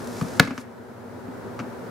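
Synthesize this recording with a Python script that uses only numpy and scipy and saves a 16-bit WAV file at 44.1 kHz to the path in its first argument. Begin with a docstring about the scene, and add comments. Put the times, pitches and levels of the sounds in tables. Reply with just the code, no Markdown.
"""A small wooden room, a stereo microphone close to a plastic food bin. A cat noses up the lid: the rim
scrapes, gives and snaps free with a hard crack, then the hollow boom of the bin. The loose lid bumps
and ticks as it is pushed higher, and a steel bowl on it rings faintly. The snap overloads the
microphone, whose gain control ducks everything, so the low room noise sinks and creeps back."""
import sys
import numpy as np
from scipy import signal
from scipy.fft import rfft, irfft, next_fast_len
from scipy.io import wavfile
from scipy.ndimage import map_coordinates

SR = 44100
rng = np.random.default_rng(int(sys.argv[2]) if len(sys.argv) > 2 else 0)


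def file_out(sig):
    """Save sig as 16-bit WAV at sys.argv[1]."""
    # one column per channel
    cols = np.atleast_2d(sig).T
    # limit, then scale
    lim = np.clip(cols, -1, 1)
    pcm = np.round(lim * 32767).astype(np.int16)
    wavfile.write(sys.argv[1], SR, pcm)


N = 83790

# Levels in the tables are relative, within each layer.
# the catch letting go in quick slips: start_s, level_db
CATCH_SLIPS = [(.3956, -22), (.3969, 1.5), (.3982, -3), (.3989, -8)]
# the lid meeting the bin: start_s, tick_db, tick_cutoff_hz, boom_db, wall_db
LID_BUMPS = [(0.2126, -25.5, 2200, -29, -25), (.217, -30, 800, -6.5, -27), (0.257, -40.5, 1500, -35, -37),
             (.398, -15.5, 8950, 2, -11.5), (0.428, -22.5, 5000, -40, -34), (0.45, -29, 7000, -21, -22.5),
             (.475, -23, 5360, -18, -19.5), (.5075, -19, 3500, -27, -16), (.5785, -19, 7000, -25, -20),
             (1.281, -38, 3000, -41, -22.5), (1.592, -25, 5470, -48, -46), (1.599, -28, 4000, -15.5, -23.5),
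             (1.637, -41, 2000, -26, -25), (1.672, -50, 2060, -46, -32)]
# modes of the rim, the air in the bin, its walls and the steel bowl: pitch_hz, level_db, t60_s
RIM_MODES = [(462, -20, 0.095), (562, -20.5, 0.058), (721, -14.5, .05), (1112, -18, 0.063),
             (1264, -8, 0.021), (1431, -5.5, .03), (1702, -6.5, 0.029), (2070, -14.5, .04),
             (2311, -10.5, 0.022), (2605, -8.5, .025), (3575, -29, 0.04), (4230, -18, 0.019),
             (5380, -19.5, 0.034), (6280, -22, 0.03)]
CAVITY_MODES = [(128, -15.5, 0.12), (159.7, -4, 0.055), (195, -5.5, 0.044)]
WALL_MODES = [(217.5, -6, 0.072), (253.5, 4, 0.074), (373, -11, .06)]
BOWL_MODES = [(1885, -51, .45)]
# the rim rubbing on the bin: time_s, level_db
RUB_LEVELS = [(0, -51.5), (.12, -48), (.19, -44), (.27, -47.5), (.39, -47), (0.471, -46.5), (.53, -51.5),
              (.575, -47.5), (.615, -41), (.66, -71)]
# tiny snags in the rubbing: start_s, level_db
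RUB_SNAGS = [(.0433, -48), (0.0724, -38)]
# spectra of the crack, ticks and rubbing up close, and of the rush and hiss behind: freq_hz, level_db
CRACK_SPECTRUM = [(150, -15.5), (700, -1), (1000, 6), (1500, 0), (2800, 2.5), (4200, 3), (6500, -8.5),
                  (9000, -13.5), (12000, -12), (16000, -15.5)]
TICK_SPECTRUM = [(150, -10), (500, 0), (800, -6), (1200, 3.5), (1700, -5.5), (2500, -6), (3500, -18),
                 (6000, -12.5), (9000, -20), (16000, -12)]
RUB_SPECTRUM = [(300, -34), (1500, 1.5), (3000, -5.5), (5500, -1), (9000, -5), (12000, -8), (16000, -20)]
RUSH_SPECTRUM = [(15, -59), (25, -34), (59, -20), (73, -17.5), (110, -2.5), (148, -12), (183, -7.5),
                 (215, -6), (246, 3), (274, -11), (313, -11), (389, -3), (421, -9), (469, -6), (741, -13.5),
                 (970, -12.5), (1050, -18), (1450, -17), (3170, -39.5), (11500, -45), (15500, -57)]
HISS_SPECTRUM = [(1000, -11), (4000, -3), (9000, -12), (13000, -9.5), (16000, -13)]
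# likeness of left and right, for close sounds and for the room: freq_hz, correlation
NEAR_CORRELATION = [(200, 1), (2000, 0.71), (5000, 0.86), (8000, 0.39), (12000, .15)]
ROOM_CORRELATION = [(40, 0.45), (120, 0.57), (250, 0.57), (500, 0.42), (1200, 0.34), (4000, 0.27),
                    (12000, .1)]
# decay of the wooden room: freq_hz, t60_s
ROOM_DECAY = [(120, 0.48), (250, 0.37), (1000, 0.47), (2300, 0.68), (4200, 0.4), (7000, 0.28),
              (14000, 0.24)]

SNAP_S, BOWL_JOLT_S = 0.3969, 0.63
RIM_ATTACK_S, BODY_ATTACK_S, BOOM_DELAY_S, WALL_DELAY_S = 0.00018, 0.0025, 0.0026, 0.0019
RIM_PAN_DB, CRACK_PAN_DB, BODY_PAN_DB, RUSH_PAN_DB = 0.4, -0.4, 1.6, 0.7
RIM_WET_DB, BODY_WET_DB, ROOM_BUILD_S = -16.5, -11, 0.006
DUCK_ABOVE_DB, DUCK_SLOPE, DUCK_ATTACK_S, DUCK_RELEASE_S = -8.5, 1.444, 0.14, 0.67


def lid_snap(ring_db=1.5, click_db=7.5, fizz_db=-9):
    """Right at the microphone, each slip of the catch clicks and fizzes; the freed rim rings."""
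    rim = amp(ring_db) * ring(RIM_MODES, SNAP_S, RIM_ATTACK_S)
    clicks = sum(amp(db + click_db) * click(CRACK_SPECTRUM, start_s) for start_s, db in CATCH_SLIPS)
    fizz_level = sum(amp(db + fizz_db) * fade(start_s, t60_s=0.014) for start_s, db in CATCH_SLIPS)
    fizz = fizz_level * noise(CRACK_SPECTRUM, NEAR_CORRELATION)
    return pan(RIM_PAN_DB) * rim + pan(CRACK_PAN_DB) * (clicks + fizz)


def bin_boom(low_cut_hz=125):
    """Just after each contact the walls flex and the air inside the bin booms."""
    body = np.zeros(N)
    for start_s, _, _, boom_db, wall_db in LID_BUMPS:
        body += amp(boom_db) * ring(CAVITY_MODES, start_s + BOOM_DELAY_S, BODY_ATTACK_S, polarity=1)
        body += amp(wall_db) * ring(WALL_MODES, start_s + WALL_DELAY_S, BODY_ATTACK_S, polarity=1)
    # the microphone's low cut thins the deepest bass of the boom
    low_cut = signal.butter(2, low_cut_hz, "high", fs=SR, output="sos")
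    return pan(BODY_PAN_DB) * signal.sosfilt(low_cut, body)


def lid_ticks(click_db=14, scuff_db=-3, ring_db=-11):
    """Lighter contacts of the rim: a click, a scuff and a short ring, each with its own brightness."""
    scuff = amp(scuff_db) * noise(TICK_SPECTRUM, NEAR_CORRELATION)
    ticks = np.zeros((2, N))
    for start_s, tick_db, cutoff_hz, _, _ in LID_BUMPS:
        contact = amp(click_db) * click(TICK_SPECTRUM, start_s) + fade(start_s, t60_s=0.062) * scuff
        rim = amp(ring_db) * ring(RIM_MODES, start_s, RIM_ATTACK_S)
        low_pass = signal.butter(2, cutoff_hz, fs=SR, output="sos")
        ticks += amp(tick_db) * signal.sosfilt(low_pass, contact + rim)
    return pan(RIM_PAN_DB) * ticks


def rim_rubbing(grain_db=1.5):
    """A fine, grainy hiss close by while the rim slides on the bin, with two tiny snags."""
    level_db = np.interp(np.arange(N) / SR, *np.transpose(RUB_LEVELS))
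    sliding = amp(level_db + grain_db * wobble(knots_per_s=210))
    snags = sum(amp(db) * fade(start_s, t60_s=0.02) for start_s, db in RUB_SNAGS)
    return (sliding + snags) * noise(RUB_SPECTRUM, NEAR_CORRELATION)


def steel_bowl():
    """The bowl on the lid is jolted and rings faintly on one note."""
    return ring(BOWL_MODES, BOWL_JOLT_S, RIM_ATTACK_S)


def room_reverb(sound):
    """The wooden walls answer with a short tail, partly alike in both channels."""
    white = noise([(20, 0), (20000, 0)], ROOM_CORRELATION)[:, :SR // 2]
    hz, t, bands = signal.stft(white, SR, nperseg=256)
    decay = amp(-60 * t / along(ROOM_DECAY, hz)[:, None])
    build_up = 1 - np.exp(-t / ROOM_BUILD_S)
    _, tail = signal.istft(bands * decay * build_up, SR, nperseg=256)
    return signal.fftconvolve(sound, tail / np.linalg.norm(tail[0]), axes=1)[:, :N]


def room_tone(rush_db=-33.5, waver_db=0.4, hiss_db=-56.5):
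    """Behind the bin, a low rush that barely wavers, and a faint hiss."""
    rush = amp(rush_db + waver_db * wobble(knots_per_s=12.06)) * noise(RUSH_SPECTRUM, ROOM_CORRELATION)
    hiss = amp(hiss_db) * noise(HISS_SPECTRUM, ROOM_CORRELATION)
    return pan(RUSH_PAN_DB) * rush + hiss


def ring(modes, start_s, attack_s, polarity=-1, scatter_db=1):
    """Damped modes, their levels varying with each strike; polarity -1 opposes neighbouring modes."""
    t = np.arange(SR // 2) / SR
    tone = np.zeros(len(t))
    for k, (pitch_hz, db, t60_s) in enumerate(modes):
        struck_db = db + scatter_db * rng.standard_normal()
        tone += polarity ** k * amp(struck_db - 60 * t / t60_s) * np.sin(2 * np.pi * pitch_hz * t)
    return np.pad(tone * (1 - np.exp(-t / attack_s)), (round(start_s * SR), N))[:N]


def click(spectrum, start_s, size=2048):
    """One sharp, minimum-phase pulse of the given spectrum, energy 1."""
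    cepstrum = irfft(np.log(amp(along(spectrum, np.fft.rfftfreq(size, 1 / SR)))))
    causal_fold = np.r_[1, np.full(size // 2 - 1, 2), np.zeros(size // 2)]
    pulse = irfft(np.exp(rfft(cepstrum * causal_fold)))
    return np.pad(pulse / np.linalg.norm(pulse), (round(start_s * SR), N))[:N]


def noise(spectrum, correlation):
    """Coloured stereo noise of rms 1, with the given likeness of left and right."""
    def mid_side_gains(hz):
        angle = np.arccos(np.clip(along(correlation, hz), -1, 1)) / 2
        return amp(along(spectrum, hz)) * [np.cos(angle), np.sin(angle)]

    mid, side = filtered(rng.standard_normal((2, N)), mid_side_gains)
    stereo = np.array([mid + side, mid - side])
    return stereo / np.sqrt(np.mean(stereo ** 2))


def fade(start_s, t60_s):
    """Silence, then a sudden start and an exponential decay."""
    t = np.arange(N) / SR - start_s
    return (t >= 0) * amp(-60 * np.abs(t) / t60_s)


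def wobble(knots_per_s):
    """A smooth random curve."""
    return map_coordinates(rng.standard_normal(N // 20), [np.arange(N) * knots_per_s / SR], mode="wrap")


def filtered(sound, response):
    """Shape a sound by a gain that depends on frequency."""
    size = next_fast_len(N + SR // 2)
    return irfft(rfft(sound, size) * response(np.fft.rfftfreq(size, 1 / SR)), size)[..., :N]


def along(points, hz):
    """Read (freq_hz, value) points on a log frequency axis."""
    freq_hz, values = np.transpose(points)
    return np.interp(np.log(hz + 1), np.log(freq_hz + 1), values)


def pan(db):
    """Left and right gains; positive leans left."""
    return amp([[db], [-db]])


def amp(db):
    """Decibels to gain."""
    return 10 ** (np.asarray(db) / 20)


def scene():
    """Lid, bowl and bin close to the microphone, the room behind them."""
    lid = lid_snap() + lid_ticks() + steel_bowl()
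    body = bin_boom()
    reverb = room_reverb(amp(RIM_WET_DB) * lid + amp(BODY_WET_DB) * body)
    return lid + body + reverb + rim_rubbing() + room_tone()


def record(dry, top_hz=15850, edge_hz=400):
    """The microphone's gain ducks after loud peaks and creeps back; peaks clip; the top ends steeply."""
    peak = np.minimum(np.abs(dry).max(axis=0), 1)
    over_db = np.maximum(20 * np.log10(peak + 1e-9) - DUCK_ABOVE_DB, 0)
    release = np.exp(-np.arange(N) / SR / DUCK_RELEASE_S)
    held_db = np.maximum.accumulate(over_db / release) * release  # each peak is held as it dies away
    attack_step = 1 - np.exp(-1 / (DUCK_ATTACK_S * SR))
    duck_db = DUCK_SLOPE * signal.lfilter([attack_step], [1, attack_step - 1], held_db)
    clipped = np.clip(dry * amp(-duck_db), -1, 1)
    return filtered(clipped, lambda hz: np.clip((top_hz - hz) / edge_hz + 0.5, 0, 1))


dry = scene()
out = record(dry)
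file_out(out)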